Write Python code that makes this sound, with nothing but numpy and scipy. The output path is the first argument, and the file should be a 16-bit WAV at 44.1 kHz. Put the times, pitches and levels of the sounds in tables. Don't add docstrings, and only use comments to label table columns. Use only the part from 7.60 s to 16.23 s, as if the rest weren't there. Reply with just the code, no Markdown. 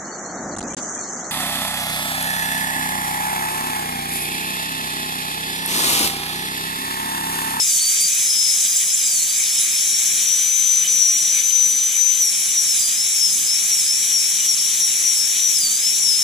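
import sys
import numpy as np
from scipy import signal
from scipy.fft import rfft, irfft
from scipy.io import wavfile
from scipy.ndimage import uniform_filter1d

SR = 44100
rng = np.random.default_rng(int(sys.argv[2]) if len(sys.argv) > 2 else 0)


def int16_out(signal):
    q = np.round(np.clip(np.atleast_2d(signal).T, -1, 1) * 32767)
    wavfile.write(sys.argv[1], SR, q.astype(np.int16))


N = 380583

SIDES = np.array([[1], [-1]])
# [t/s, half length/s, whine loss/dB, half-speed tone/dB]
RATTLE_EVENTS = [(0.16, .018, 0, -56), (.54, 0.057, 6, -37.5), (2.088, 0.0085, 4, -50),
                 (2.38, 0.026, 2, -53), (3.259, 0.017, 13, -29.5), (3.518, 0.015, 2, -50),
                 (3.821, .012, 8, -36), (3.911, 0.0082, 5.5, -34), (4.329, 0.029, 4.5, -36),
                 (4.565, 0.0085, 2, -44), (4.906, .02, -1, -38), (6.161, 0.011, 8, -46),
                 (6.824, 0.03, 0, -35), (6.962, 0.012, 21, -48), (7.325, .025, 4, -37),
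                 (7.72, 0.019, -2, -48), (8.38, .012, 2, -36)]


def undb(db):
    return 10 ** (np.asarray(db) / 20)


def unit(x):
    return x / np.sqrt(np.mean(x ** 2))


def bump(t_s, half_s, order=2):
    away = np.abs((np.arange(N) / SR - t_s) / half_s)
    out = np.zeros(N)
    near = away < 4
    out[near] = np.exp(-away[near] ** order)
    return out


def swells(table, order=2):
    return sum(np.outer(sizes, bump(t_s, half_s, order)) for t_s, half_s, *sizes in table)


def lookup(table, at):
    key, *columns = np.transpose(table)
    return [np.interp(at, key, column) for column in columns]


def walk(rate_hz):
    hold = max(int(SR / rate_hz), 1)
    steps = np.repeat(rng.standard_normal(N // hold + 1), hold)
    return unit(uniform_filter1d(steps, hold)[:N])


def pan(left_minus_right_db):
    gains = undb(SIDES * left_minus_right_db / 2)
    return gains / np.sqrt(np.mean(gains ** 2, axis=0))


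def noise(likeness):
    mid, side = rng.standard_normal((2, N))
    return np.sqrt((1 + likeness) / 2) * mid + np.sqrt((1 - likeness) / 2) * side * SIDES


def resonate(x, f_hz, width_hz):
    b, a = signal.iirpeak(f_hz, f_hz / width_hz, fs=SR)
    return unit(signal.lfilter(b, a, signal.lfilter(b, a, x)))


def ring(drive, modes, flicker_db, flicker_hz):
    total = 0
    for f_hz, width_hz, db, side_db, likeness in modes:
        mode = resonate(noise(likeness) * drive, f_hz, width_hz)
        total = total + mode * undb(db + flicker_db * walk(flicker_hz)) * pan(side_db)
    return total


def smear(phase, width_hz, likeness):
    low = signal.butter(2, width_hz / 2, fs=SR, output="sos")
    in_phase = signal.sosfilt(low, noise(likeness))
    quadrature = signal.sosfilt(low, noise(likeness))
    return unit(in_phase * np.cos(phase) + quadrature * np.sin(phase))


def turn(f_hz):
    return 2 * np.pi * np.cumsum(f_hz) / SR


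def workshop():
    # [f/Hz, relative density/dB per Hz, likeness of sides -1..1]
    spectrum = [(20, -13, .95), (45, -18, .9), (75, -18.5, .7), (105, -20, .5), (137.6, -4, 0.27),
                (157.6, 2.5, .4), (230, -0.5, 0.4), (323, -5, 0.59), (606, -6, 0.085), (970, -5, 0.015),
                (1560, -7.5, 0.086), (2600, -18.5, 0.24)]
    # [t/s, half length/s, gain/dB]
    rumble_swells = [(.43, 0.037, 6.5), (2.55, .12, 3.5), (3.25, 0.31, 3), (4.15, 0.33, 2), (5.78, .08, 6),
                     (8.07, 0.05, 7.5), (8.43, 0.075, 4)]
    rush_db, rumble_db, split_hz = -45, -53, 380
    f_hz, *columns = np.transpose(spectrum)
    bins_hz = np.arange(N // 2 + 1) * SR / N
    db, likeness = (np.interp(np.log(bins_hz + 1), np.log(f_hz), column) for column in columns)
    shares = np.sqrt(1 + SIDES * likeness)
    mid, side = irfft(rfft(rng.standard_normal((2, N))) * undb(db) * shares, N)
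    rush = unit(np.array([mid + side, mid - side])) * undb(rush_db)
    low = signal.sosfiltfilt(signal.butter(3, split_hz, fs=SR, output="sos"), rush)
    return rush - low + unit(low) * undb(rumble_db + swells(rumble_swells)[0])


def exhaust(air_db):
    # [f/Hz, width per pass/Hz, relative level/dB, left minus right/dB, likeness of sides -1..1]
    passages = [(1234, 310, -21, 5, -0.27), (1686, 360, -17, 6, 0.48), (1964, 250, -15, 22, 0.046),
                (2362, 476, -3.5, 2, -0.12), (3205, 1170, -2, -0.5, 1), (3794, 460, -5, -1, 1),
                (4540, 1730, -5.5, 0.5, 1)]
    turbulence = undb(0.6 * walk(200))
    rush = ring(turbulence, passages, flicker_db=1.53, flicker_hz=24.95)
    b, a = signal.iirpeak(2740, 9, fs=SR)
    hollowed = rush - 0.5 * signal.lfilter(b, a, rush)
    return hollowed * undb(air_db - 1.27)


def grinding(grind_db):
    # [f/Hz, width per pass/Hz, relative level/dB, left minus right/dB, likeness of sides -1..1]
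    head_modes = [(5735, 780, -6.5, 0.5, 0.13), (6253, 510, -2, 9.5, 0.55), (6876, 710, -3.5, 9, 0.14),
                  (7470, 420, -5, -5, 0.52), (7935, 380, -5.5, -3.5, 0.39), (8730, 1500, -9, 1, -0.2),
                  (9675, 1100, -4, -8, 0.11)]
    hiss_modes = [(10730, 620, -13.5, -9, -0.043), (11900, 1200, -14.5, 2, -0.15),
                  (12540, 600, -18.5, -3, .1), (13550, 1400, -13, -1, .45), (14800, 700, -23, -1, .3),
                  (14350, 570, -28.5, 0, .3)]
    grit = undb(walk(2500))
    head = ring(grit, head_modes, flicker_db=0.5, flicker_hz=58.05)
    hiss = ring(grit, hiss_modes, flicker_db=1.5, flicker_hz=48.1)
    return (head + hiss) * undb(grind_db + 1)


def squeaks():
    # [t/s, half length/s, f/Hz, peak level/dB]
    catches = [(1.05, 0.0065, 7800, -21), (1.167, 0.0086, 7230, -17.5), (1.215, 0.009, 7400, -31),
               (1.343, 0.0097, 7200, -17.5), (1.46, 0.039, 7630, -23), (1.63, .009, 7060, -21.5),
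               (1.801, 0.013, 2270, -29)]
    total = 0
    for t_s, half_s, f_hz, db in catches:
        line = smear(turn(np.full(N, f_hz)), width_hz=225, likeness=0.54)
        total = total + line * bump(t_s, half_s, order=4) * undb(db)
    return total * pan(-1)


def burr(speed_hz):
    # [speed/Hz, centre/Hz, level before trim/dB]
    ring_by_speed = [(4410, 9650, -31.5), (4640, 9750, -25.5), (5020, 10050, -25.5), (5185, 10300, -24),
                     (5374, 10200, -25), (5770, 10380, -24), (5830, 10800, -27), (5880, 11130, -29),
                     (6120, 11450, -31.5)]
    centre_hz, db = lookup(ring_by_speed, speed_hz)
    free = np.clip((speed_hz - 5750) / 150, 0, 1)
    phase = turn(centre_hz + 20 * walk(40))
    core = smear(phase, width_hz=210, likeness=0.1)
    skirt = (1 - free / 2) * smear(phase, width_hz=900, likeness=0.2) / 2
    upper = free * undb(-41) * smear(turn(24100 - centre_hz), width_hz=200, likeness=0.4)
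    return (core + skirt) * undb(db - 5) * pan(-8.5) + upper * pan(-4)


def rotor_speed():
    # [start/s, length/s, drag at full pressure/Hz]
    stroke_rows = [(-.199, 0.38, 1483), (0.084, 0.37, 889), (0.324, .326, 323), (.52, .667, 1069),
                   (1.155, .065, 290), (1.27, .197, 760), (1.45, 0.16, 1377), (1.642, 0.26, 329),
                   (1.759, 1.05, 139), (1.933, 0.11, 810), (2.242, .165, 310), (2.983, 0.63, 320),
                   (3.863, 0.22, 162), (4.152, 0.25, 99), (4.559, 0.16, 722), (4.933, 0.35, 1294),
                   (5.446, .384, 1018), (6.078, 0.16, 882), (6.468, .15, 610), (6.809, 0.15, 628),
                   (7.128, 0.18, 466), (7.442, 0.15, 658), (7.852, 0.24, 1634), (8.372, 0.16, 807)]
    free_hz, inertia_s = 6166, 0.033
    rise_share, lift_s = 0.797, 0.191
    ridges = 0.008
    t = np.arange(-SR, N) / SR
    load_hz = np.zeros(len(t))
    for start_s, length_s, drag_hz in stroke_rows:
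        press = np.clip((t - start_s) / (length_s * rise_share), 0, 1)
        lift = np.exp(-np.maximum(t - start_s - length_s, 0) / lift_s)
        load_hz += drag_hz * press * lift
    keep = np.exp(-1 / (inertia_s * SR))
    lagged_hz = signal.lfilter([1 - keep], [1, -keep], load_hz)[-N:]
    return free_hz - lagged_hz * (1 + ridges * walk(18))


def bearing_rattle(phase):
    level = sum(undb(tone_db) * bump(t_s, half_s, order=4) for t_s, half_s, _, tone_db in RATTLE_EVENTS)
    return level * smear(phase / 2, width_hz=74, likeness=0.59)


def overtones(phase, braking, drag):
    # [t/s, half length/s, peak level before trim/dB]
    bite_rows = [(0.18, 0.07, -26), (0.288, 0.055, -25), (0.428, 0.034, -21.5), (1.211, 0.083, -31),
                 (1.546, 0.019, -24.5), (1.999, .035, -26), (4.62, 0.026, -39), (5.246, 0.067, -32),
                 (5.73, 0.06, -36), (6.209, 0.026, -33), (8.029, 0.061, -30)]
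    bite = np.maximum(braking, 0) * undb(-36)
    bite = bite + sum(undb(peak_db) * bump(t_s, half_s) for t_s, half_s, peak_db in bite_rows)
    partials = np.sqrt(2) * (np.sin(2 * phase) + undb(-13) * np.sin(3 * phase))
    partials = partials * undb(3 * walk(120) - 2)
    chatter = undb(-4.5) * smear(1.5 * phase, width_hz=380, likeness=0.64)
    third = drag * np.sin(3 * phase) * undb(-44 + 3.7 * walk(40))
    return (bite * (partials + chatter) + third) * pan(-7)


def whine(phase, speed_hz, shake, gain_db, shift_db):
    # [speed/Hz, level before trim/dB, left minus right/dB]
    radiation = [(4430, -34.5, 0), (4750, -30, 1.5), (5130, -30, 7), (5198, -23.5, 9), (5350, -19, 4.5),
                 (5510, -22.5, 13.5), (5784, -23.5, 14), (5953, -18, 7), (6124, -16, 11)]
    # [t/s, half length/s, loss/dB]
    stifle_rows = [(.06, .015, 5), (.165, 0.018, 0), (.55, .04, 1), (1.22, .045, 7), (1.35, .02, 10),
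                   (1.66, .03, 6), (2.85, .035, 0.5), (4.72, 0.015, 7), (5.15, .014, 8), (5.34, 0.013, 0),
                   (5.57, .02, -2.5), (5.78, .055, 3), (6.075, .013, 8), (6.24, .025, 6), (6.63, 0.021, 2),
                   (7.18, .02, 5), (7.35, .012, 1), (7.42, 0.014, 2), (7.63, 0.019, 0), (7.74, 0.03, 2)]
    db, side_db = lookup(radiation, speed_hz)
    loss_db = sum(loss * bump(t_s, half_s, order=6) for t_s, half_s, loss, _ in RATTLE_EVENTS)
    loss_db = loss_db + swells(stifle_rows, order=6)[0]
    flutter_db = shake * (1.06 * walk(170) + 0.22 * walk(55) + 0.41 * walk(22))
    tone = np.sqrt(2) * np.sin(phase + np.array([[0.5], [0]])) * undb(flutter_db)
    edge = 0.25 * smear(phase, width_hz=480, likeness=0.92)
    return (tone + edge) * undb(db + gain_db - loss_db - 0.5) * pan(side_db + shift_db + 1.8 * walk(26))


def rotor(speed_hz, braking, gain_db, shift_db):
    drag = np.clip((5600 - speed_hz) / 700, 0, 1)
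    shake = 1 + 0.4 * drag
    phase = turn(speed_hz + 7 * walk(70)) + 0.16 * shake * walk(450)
    return (bearing_rattle(phase) + overtones(phase, braking, drag)
            + whine(phase, speed_hz, shake, gain_db, shift_db))


def scene():
    # [t/s, whine gain/dB, grinding gain/dB, air level before trim/dB]
    drift = [(0, 1.5, 0, -31), (.9, -1.1, 1.5, -31.5), (1.65, 1.5, -1.5, -32), (1.85, -6, 0, -29.5),
             (2.55, -2.3, 1, -30.5), (3.4, 1, -0.2, -32.5), (4.6, -2, -0.5, -31.5), (6, -0.5, 0, -32),
             (7.3, 0, -0.5, -31.5), (8.6, 1, -0.3, -32.5)]
    # [t/s, half length/s, whine gain/dB, shift to the left/dB]
    songs = [(.244, .051, 8, -1), (.445, 0.036, 7.5, 1), (.831, 0.14, 3, -2), (1.13, .035, 2.5, -5),
             (1.985, .017, 2.5, -5), (2.35, 0.037, 5.5, -7), (2.71, 0.047, 5.3, -1), (3.16, .06, 1.5, 0),
             (3.45, .07, 4.5, -1), (3.56, 0.077, 2.5, -8), (3.99, 0.078, 4, 3), (4.25, 0.036, -0.5, -7),
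             (4.46, 0.065, 4.5, 7), (4.651, 0.049, 7.5, -8), (4.992, 0.033, 9, -8), (5.239, 0.047, 4.5, 0),
             (5.645, 0.039, 5.5, 4), (5.92, 0.041, 1.5, 1), (6.139, .033, 5.5, -10), (6.557, 0.041, 6, -8),
             (6.898, 0.028, 6, -10), (7.237, .028, 5.5, -11), (7.484, .039, 6.5, -7), (7.875, .029, 5, -4),
             (7.965, 0.019, 3, 7), (8.05, 0.045, 8, 0), (8.26, .03, -0.5, 0), (8.492, 0.081, 3, 2)]
    # [t/s, half length/s, air gain/dB, grinding gain/dB]
    surges = [(1.3, .02, 0, 0.5), (1.55, 0.067, -1.5, -0.7), (1.8, .025, -0.5, 1.5), (2.6, 0.027, 1.5, 0),
              (3.25, 0.039, 3.5, -0.5), (3.78, 0.045, 3.5, 2), (4.1, 0.025, -1, 1), (4.35, .04, 2, 1),
              (5.2, 0.09, 1, 1.5), (5.75, 0.045, -0.5, 1), (6.09, 0.024, 1, 0.5), (8.08, 0.046, 1.5, 0)]
    # [speed/Hz, grinding level before trim/dB, air gain/dB]
    grind_by_speed = [(4350, -21.5, -0.5), (5130, -24, 0.13), (5300, -24.5, -1), (5815, -24, 1),
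                      (6025, -27, -0.5)]
    hard_braking_hz_per_s = 5500
    speed_hz = rotor_speed()
    braking = np.clip(-np.gradient(speed_hz) * SR / hard_braking_hz_per_s, -1, 1)
    whine_db, grind_db, air_db = lookup(drift, np.arange(N) / SR)
    song_db, shift_db = swells(songs, order=4)
    air_surge_db, grind_surge_db = swells(surges)
    load_db, flow_db = lookup(grind_by_speed, speed_hz)
    grind_db = grind_db + load_db + 0.9 * braking + grind_surge_db - 0.36 * song_db
    air_db = air_db + flow_db - 0.37 * braking + air_surge_db - 0.27 * song_db
    return (workshop() + exhaust(air_db) + grinding(grind_db) + squeaks() + burr(speed_hz)
            + rotor(speed_hz, braking, whine_db + song_db, shift_db))


def record(dry):
    top_hz = 15350
    return signal.sosfilt(signal.ellip(14, 0.2, 80, top_hz, fs=SR, output="sos"), dry)


dry = scene()
out = record(dry)
int16_out(out)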